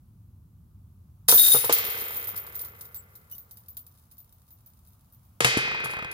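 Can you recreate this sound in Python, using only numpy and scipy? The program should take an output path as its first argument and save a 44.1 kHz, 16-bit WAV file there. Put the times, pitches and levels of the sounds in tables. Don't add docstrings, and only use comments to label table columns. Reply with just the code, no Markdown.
import sys
import numpy as np
from scipy import signal
from scipy.fft import rfft, irfft, next_fast_len
from scipy.io import wavfile
from scipy.ndimage import uniform_filter1d

SR = 44100
rng = np.random.default_rng(int(sys.argv[2]) if len(sys.argv) > 2 else 0)


def to_wav(sig):
    pcm = np.clip(np.atleast_2d(sig), -1, 1) * 32767
    pcm = np.round(pcm).astype(np.int16)
    wavfile.write(sys.argv[1], SR, pcm.T)


N = 270333
TIME = np.arange(N) / SR
PORT_LAG_S = .000225


def amp(db):
    return 10 ** (np.asarray(db) / 20)


def rms_one(x):
    return x / np.sqrt(np.mean(x ** 2) + 1e-20)


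def at_hz(rows, hz, axis=1):
    rows = np.array(rows)
    return np.interp(np.log(hz + 1), np.log(rows[:, 0]), rows[:, axis])


def coloured(x, spectrum):
    size = next_fast_len(N + SR // 10)
    hz = np.arange(size // 2 + 1) * SR / size
    gain = rms_one(amp(at_hz(spectrum, hz)))
    return irfft(rfft(x, size) * gain, size)[..., :N]


def clicks(times, sizes):
    out = np.zeros(N)
    places = np.clip(np.round(times * SR).astype(int), 0, N - 1)
    np.add.at(out, places, sizes)
    return out


def ring(drive, hz, t60):
    radius = amp(-60 / (t60 * SR))
    angle = 2 * np.pi * hz / SR
    poles = [1, -2 * radius * np.cos(angle), radius * radius]
    return signal.lfilter([np.sin(angle)], poles, drive + 1e-18)


def fade(drive, t60):
    return signal.lfilter([1], [1, -amp(-60 / (t60 * SR))], drive + 1e-18)


def at_ports(parts, spread, left_db, scatter_db, slant=1):
    out = np.zeros((2, N))
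    for part in parts:
        lag_s = PORT_LAG_S * (slant + spread * rng.standard_normal())
        lag = int(round(abs(lag_s * SR)))
        balance_db = left_db + scatter_db * rng.standard_normal()
        left, right = rms_one(amp(np.array([1, -1]) * balance_db / 2))
        out[0, lag:] += left * part[:N - lag]
        out[1] += right * part
    return out


def through(drive, response):
    return signal.oaconvolve(np.atleast_2d(drive), response, axes=1)[:, :N]


def struck(times, level_db, modes, vary_db):
    for hz, db, t60 in modes:
        blow_db = level_db + db + rng.normal(0, vary_db, len(times))
        yield ring(clicks(times, amp(blow_db)), hz, t60)


def chime(hz, gain, t60, length_s, spread, scatter_db, size=256):
    pole = 2j * np.pi * hz / SR - np.log(1000) / (t60 * SR)
    lag = PORT_LAG_S * SR * (1 + spread * rng.standard_normal(len(hz)))
    sides = amp(np.outer([1, -1], scatter_db * rng.standard_normal(len(hz))) / 2)
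    sides /= np.sqrt(np.mean(sides ** 2, axis=0))
    phase = 2j * np.pi * rng.random(len(hz))
    start = gain * sides * np.exp(phase - pole * np.outer([1, 0], lag))
    blocks = np.exp(np.outer(np.arange(0, length_s * SR, size), pole))
    within = np.exp(np.outer(pole, np.arange(size)))
    return ((start[:, None] * blocks) @ within).imag.reshape(2, -1)


def background():
    # start_s, rumble level_db, hiss level_db
    background_levels = [(0, -52.5, -72), (.5, -50.5, -73), (3.4, -57, -65.5), (4.2, -58.5, -68),
                         (6.13, -54.5, -66)]
    # pitch_hz, relative level_db per Hz
    rumble_colour = [(25, -12.5), (62, -1.5), (95, 1.5), (130, -6), (200, -12.5), (500, -41), (1500, -70)]
    hiss_colour = [(200, -6), (1200, -0.5), (1800, -14), (4000, -14.5), (8000, -14.5), (12000, -7.5)]
    s, *levels = np.transpose(background_levels)
    rumble, hiss = (amp(np.interp(TIME, s, db)) for db in levels)
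    low = rng.standard_normal(N) + amp(-15.5) * rng.standard_normal((2, N))
    high = amp(-8.0) * rng.standard_normal(N) + rng.standard_normal((2, N))
    return rumble * coloured(low, rumble_colour) + hiss * coloured(high, hiss_colour)


def jostle(start_s, hold_s, release_db_per_s, per_s, ring_db, tick_db, uneven_db=3.0):
    sizes = amp(uneven_db * rng.standard_normal(N)) * rng.choice([-1, 1], N)
    contacts = rms_one(sizes * (rng.random(N) < per_s / SR))
    release_db = -release_db_per_s * np.maximum(TIME - start_s - hold_s, 0)
    envelope = (TIME >= start_s) * amp(release_db)
    return amp([[ring_db], [tick_db]]) * envelope * contacts


def showers(rows, trail_s, follow_db, count=22):
    s, ring_db, tick_db = np.transpose(rows)
    delay = rng.exponential(1, (len(s), count))
    sizes = amp(follow_db) * rng.standard_normal(delay.shape) * np.exp(-delay / 2)
    delay[:, 0], sizes[:, 0] = 0, 1
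    sizes /= np.linalg.norm(sizes, axis=1, keepdims=True)
    times = s[:, None] + trail_s * delay
    return np.array([clicks(times, sizes * amp(db)[:, None]) for db in (ring_db, tick_db)])


SWING_START_S = 1.87


def firm_clinks():
    clink_times = [2.165, 2.2715, 2.376, 2.5531, 2.613, 2.945, 3.314, 3.381, 3.684, 4.181, 4.5058, 4.661,
                   5.124]
    swing_db, fall_db_per_s = 7.5, 9
    db = swing_db - fall_db_per_s * (np.array(clink_times) - SWING_START_S)
    return np.column_stack([clink_times, db, db - 19.5])


def light_clinks(count=32):
    span_s, crowding = 3.7, 1.5
    fall_db_per_s, vary_db = 9.5, 4
    age = span_s * ((np.arange(count) + rng.random(count)) / count) ** crowding
    db = -fall_db_per_s * age + vary_db * rng.standard_normal(count)
    return np.column_stack([SWING_START_S + age, db, db - 12])


def links(drive, count=7, size=5):
    # pitch_hz, scatter_hz from link to link, relative level_db, t60_s
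    link_modes = [(9376, 610, -23.5, 0.1), (9850, 360, -16, 0.11), (11765, 410, -17.5, .16),
                  (13830, 160, 3, .15), (14950, 160, -4, 0.21), (15380, 33, -10, 0.083)]
    hz, scatter, db, t60 = np.tile(link_modes, (size, 1)).T
    gain = amp(db) / np.sqrt(t60 * SR)
    dealt = rng.integers(0, count, N)
    out = 0
    for k in range(count):
        pitches = hz + scatter * rng.standard_normal(len(hz))
        strand = chime(pitches, gain, t60, t60.max(), spread=0.49, scatter_db=3.5)
        out = out + through(drive * (dealt == k), strand)
    return out


def link_ticks(ticking):
    t = TIME[:SR // 10]
    decay = np.exp(-t / 0.002) + amp(-8.5) * np.exp(-t / 0.02)
    buzz = rng.standard_normal((2, len(t))) * decay
    buzz /= np.linalg.norm(buzz, axis=1, keepdims=True)
    ticks = amp(-10) * at_ports([ticking], spread=0, left_db=5.0, scatter_db=5.5)
    ticks += amp(-1.5) * through(ticking, buzz)
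    # pitch_hz, relative level_db per Hz
    colour = [(300, -13.5), (1500, -8.0), (2700, -10.0), (3900, 2.0), (6000, -1),
              (8000, -2.0), (10500, 7), (12800, -1.5), (15500, -5.0)]
    return coloured(ticks, colour)


def chains():
    # start_s, hold_s, release_db_per_s, contacts per s, relative ring_db, relative tick_db
    jostles = [(1.281, .25, 160.5, 800, -13.5, -23), (1.725, 0.031, 27, 91, -25, -37),
               (2.793, 2.2, 32, 50, -68, -72)]
    # start_s, relative ring_db, relative tick_db
    crashes = [(1.285, 14.5, 18), (1.315, 14.5, 11.5), (1.3439, 22.5, 0), (1.6458, 11.5, 0),
               (1.7252, 20, 9), (5.8441, -30, -6), (5.904, -28, -13), (6.1137, -42, -13.5)]
    drives = sum(jostle(*row) for row in jostles)
    drives = drives + showers(crashes, trail_s=.015, follow_db=-4)
    drives += showers(firm_clinks(), trail_s=.013, follow_db=-11)
    drives += showers(light_clinks(), trail_s=.0052, follow_db=-10)
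    ringing, ticking = drives
    return links(ringing) + link_ticks(ticking)


def wobble(count=60):
    # start_s, length_s, first_gap_s, last_gap_s, fall_db_per_s, relative clack_db, relative knock_db
    wobbles = [(1.783, 1.2, .05, 0.024, 21.5, -30.5, -40), (5.49, 0.57, .048, .028, 3.5, -26.5, -38)]
    jitter = 0.22
    for start_s, length_s, first_gap_s, last_gap_s, fall_db_per_s, clack_db, knock_db in wobbles:
        age = 0
        for early in rng.standard_normal(count):
            gap = np.interp(age, [0, length_s], [first_gap_s, last_gap_s])
            db = -fall_db_per_s * age
            if age < length_s:
                yield start_s + age + jitter * gap * early, clack_db + db, knock_db + db
            age += gap


def disc():
    # start_s, relative knock_db, relative flex thump_db
    knocks = [(1.287, -20.5, -50), (1.324, -20, -38.5), (1.545, -18.5, -34.5), (1.642, -28, -44),
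              (1.694, -17.5, -52.5), (5.405, -21, -32.5), (5.446, -20, -25.5), (5.571, -28, -34),
              (5.85, -46, -40)]
    # pitch_hz, relative level_db, t60_s
    disc_modes = [(377, -7, 0.035), (475.8, -3, 0.08), (633.5, -10.5, 0.021), (872, -9, 0.048),
                  (1280, -7, 0.04)]
    # pitch_hz, relative level_db per Hz
    slap_colour = [(100, -13), (400, -5), (1100, 2), (2000, -7.5), (9000, -34)]
    clack_colour = [(200, -3.5), (450, -19), (900, -0.5), (1500, 1), (2400, -10), (8000, -31)]
    rebounds = np.add(knocks, [0.015, -10, -10])
    s, knock_db, flex_db = np.vstack([knocks, rebounds]).T
    touch_s, clack_db, touch_db = np.transpose(list(wobble()))
    modes = struck(np.append(s, touch_s), np.append(knock_db, touch_db), disc_modes, vary_db=1.0)
    knock = sum(mode * (-1) ** k for k, mode in enumerate(modes))
    slap_fade = fade(clicks(s, amp(knock_db)), t60=0.074)
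    slap = amp(-3.0) * coloured(rng.standard_normal(N), slap_colour) * slap_fade
    clack_fade = fade(clicks(touch_s, amp(clack_db)), t60=0.039)
    clacks = coloured(rng.standard_normal(N), clack_colour) * clack_fade
    flex = ring(clicks(s, amp(flex_db)), hz=126.3, t60=0.15)
    thud = ring(clicks(np.array([5.571]), amp(-11)), hz=292, t60=0.013)
    thin_bass = signal.butter(1, 110, "high", fs=SR, output="sos")
    thumps = amp(4.5) * signal.sosfilt(thin_bass, flex + thud)
    return at_ports([knock + slap + thumps + clacks], spread=0, left_db=1.65, scatter_db=1.0)


def frame(count=340):
    # start_s, relative cage_db, relative rim_db, relative crack_db
    blow_rows = [(1.287, -51, -62, -43), (1.546, -33.5, -67, -63), (1.696, -28.5, -76, -22.5),
                 (5.405, -28, -42.5, -14.5), (5.446, -24, -33, -9.5), (5.573, -52, -48, -20)]
    # pitch_hz, relative level_db, t60_s
    wire_trend = [(333.3, -33.5, 3.4), (450, -26.5, 3.62), (654, -34.5, 3.3), (1200, -29.5, 3.46),
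                  (2191, -18, 2.28), (3120, -23, 1.86), (4560, -22, 1.1), (8870, -26, 0.32)]
    # pitch_hz, relative level_db, t60_s
    cage_modes = [(453, -18.5, 2.158), (1414, -18.5, 3.14), (1640, -18, 0.59), (2007, -12, 2.6),
                  (2073, -11.5, 2.6), (3180, -17, 2.2)]
    rim_modes = [(124, -15.5, 1.8), (1560, -5.5, 4.2), (1879, 1.5, 2.8), (2458, 5, 3.3), (2784, -7.5, 1.8),
                 (3064, 5, 0.87), (3280, -5.5, 1.4), (3830, -11.5, 1.8), (4728, -3.5, 1.2), (5075, -8, 1.4)]
    # pitch_hz, relative level_db per Hz
    crack_colour = [(300, -6.5), (1000, -5.5), (2500, 3.5), (4500, -6.5), (7000, -8), (11000, -6.5),
                    (15000, -24.5)]
    s, cage_db, rim_db, crack_db = np.transpose(blow_rows)
    hz = 330 + 8500 * ((np.arange(count) + rng.random(count)) / count) ** 1.3
    gain = amp(at_hz(wire_trend, hz) + rng.normal(0, 1.0, count))
    t60 = at_hz(wire_trend, hz, axis=2)
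    wires = chime(hz, gain, t60, t60.max(), spread=0.25, scatter_db=6.5)
    out = through(clicks(s, amp(cage_db)), wires)
    cage = struck(s, cage_db, cage_modes, vary_db=1)
    out += at_ports(cage, spread=.1, left_db=3.0, scatter_db=1.5)
    rim = struck(s, rim_db, rim_modes, vary_db=1.5)
    out += at_ports(rim, spread=0, left_db=2.5, scatter_db=3.5, slant=1.076)
    blows = clicks(s, amp(crack_db))
    crack_fade = fade(blows, t60=0.023) + amp(-10.0) * fade(blows, t60=0.27)
    cracks = coloured(rng.standard_normal((2, N)), crack_colour) * crack_fade
    return out + amp(-5.5) * at_ports(cracks, spread=0.18, left_db=2.5, scatter_db=4.5)


def hoop():
    # start_s, relative level_db
    hoop_hits = [(1.38, -21.5), (1.396, -14), (1.418, -25.5), (1.44, -21), (1.465, -25.5), (1.485, -21.5),
                 (1.519, -16.5)]
    # pitch_hz, relative level_db, t60_s
    hoop_modes = [(3680, -5.5, 0.23), (3700, -8.5, 0.36), (3754, -8, 0.25), (9040, -12, .2),
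                  (9880, -10.5, .2), (10470, -0.5, 0.42), (10400, -1.5, 0.16), (10420, -4.5, .14),
                  (12100, -5, .35)]
    s, db = np.transpose(hoop_hits)
    modes = list(struck(s, db, hoop_modes, vary_db=3.5))
    lower = at_ports(modes[:3], spread=.1, left_db=0.0, scatter_db=5.5)
    upper = at_ports(modes[3:], spread=.2, left_db=11.0, scatter_db=3.0)
    return lower + upper


def squeaks():
    # start_s, length_s, pitch_hz, relative level_db
    squeak_rows = [(2.95, .07, 7700, -48), (3.31, .05, 2960, -56)]
    for s, length, hz, db in squeak_rows:
        waver = rms_one(uniform_filter1d(rng.standard_normal(N), size=200))
        phase = 2 * np.pi * np.cumsum(hz * (1 + 0.0059 * waver)) / SR
        swell = np.sin(np.pi * np.clip((TIME - s) / length, 0, 1))
        yield amp(db) * swell * (np.sin(phase) + amp(1) * np.sin(2 * phase))


def trees(x, t60, wet_db):
    t = TIME[:SR]
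    tail = rng.standard_normal((2, len(t))) * amp(-60 * t / t60) * (1 - np.exp(-t / .03))
    tail = signal.sosfilt(signal.butter(1, 3000, fs=SR, output="sos"), tail)
    return amp(wet_db) * through(x, tail / np.linalg.norm(tail[0]))


def scene():
    bed = background()
    basket = chains() + disc() + frame() + hoop()
    basket += at_ports(squeaks(), spread=0, left_db=12, scatter_db=2)
    return bed + basket + trees(basket, t60=2.2, wet_db=-26.0)


def record(dry):
    thin = signal.sosfilt(signal.butter(2, 55, "high", fs=SR, output="sos"), dry)
    rounded = 0.93 * np.tanh(thin / 0.94)
    top_cut = signal.ellip(10, .2, 80, 15900, fs=SR, output="sos")
    return signal.sosfilt(top_cut, rounded)


dry = scene()
out = record(dry)
to_wav(out)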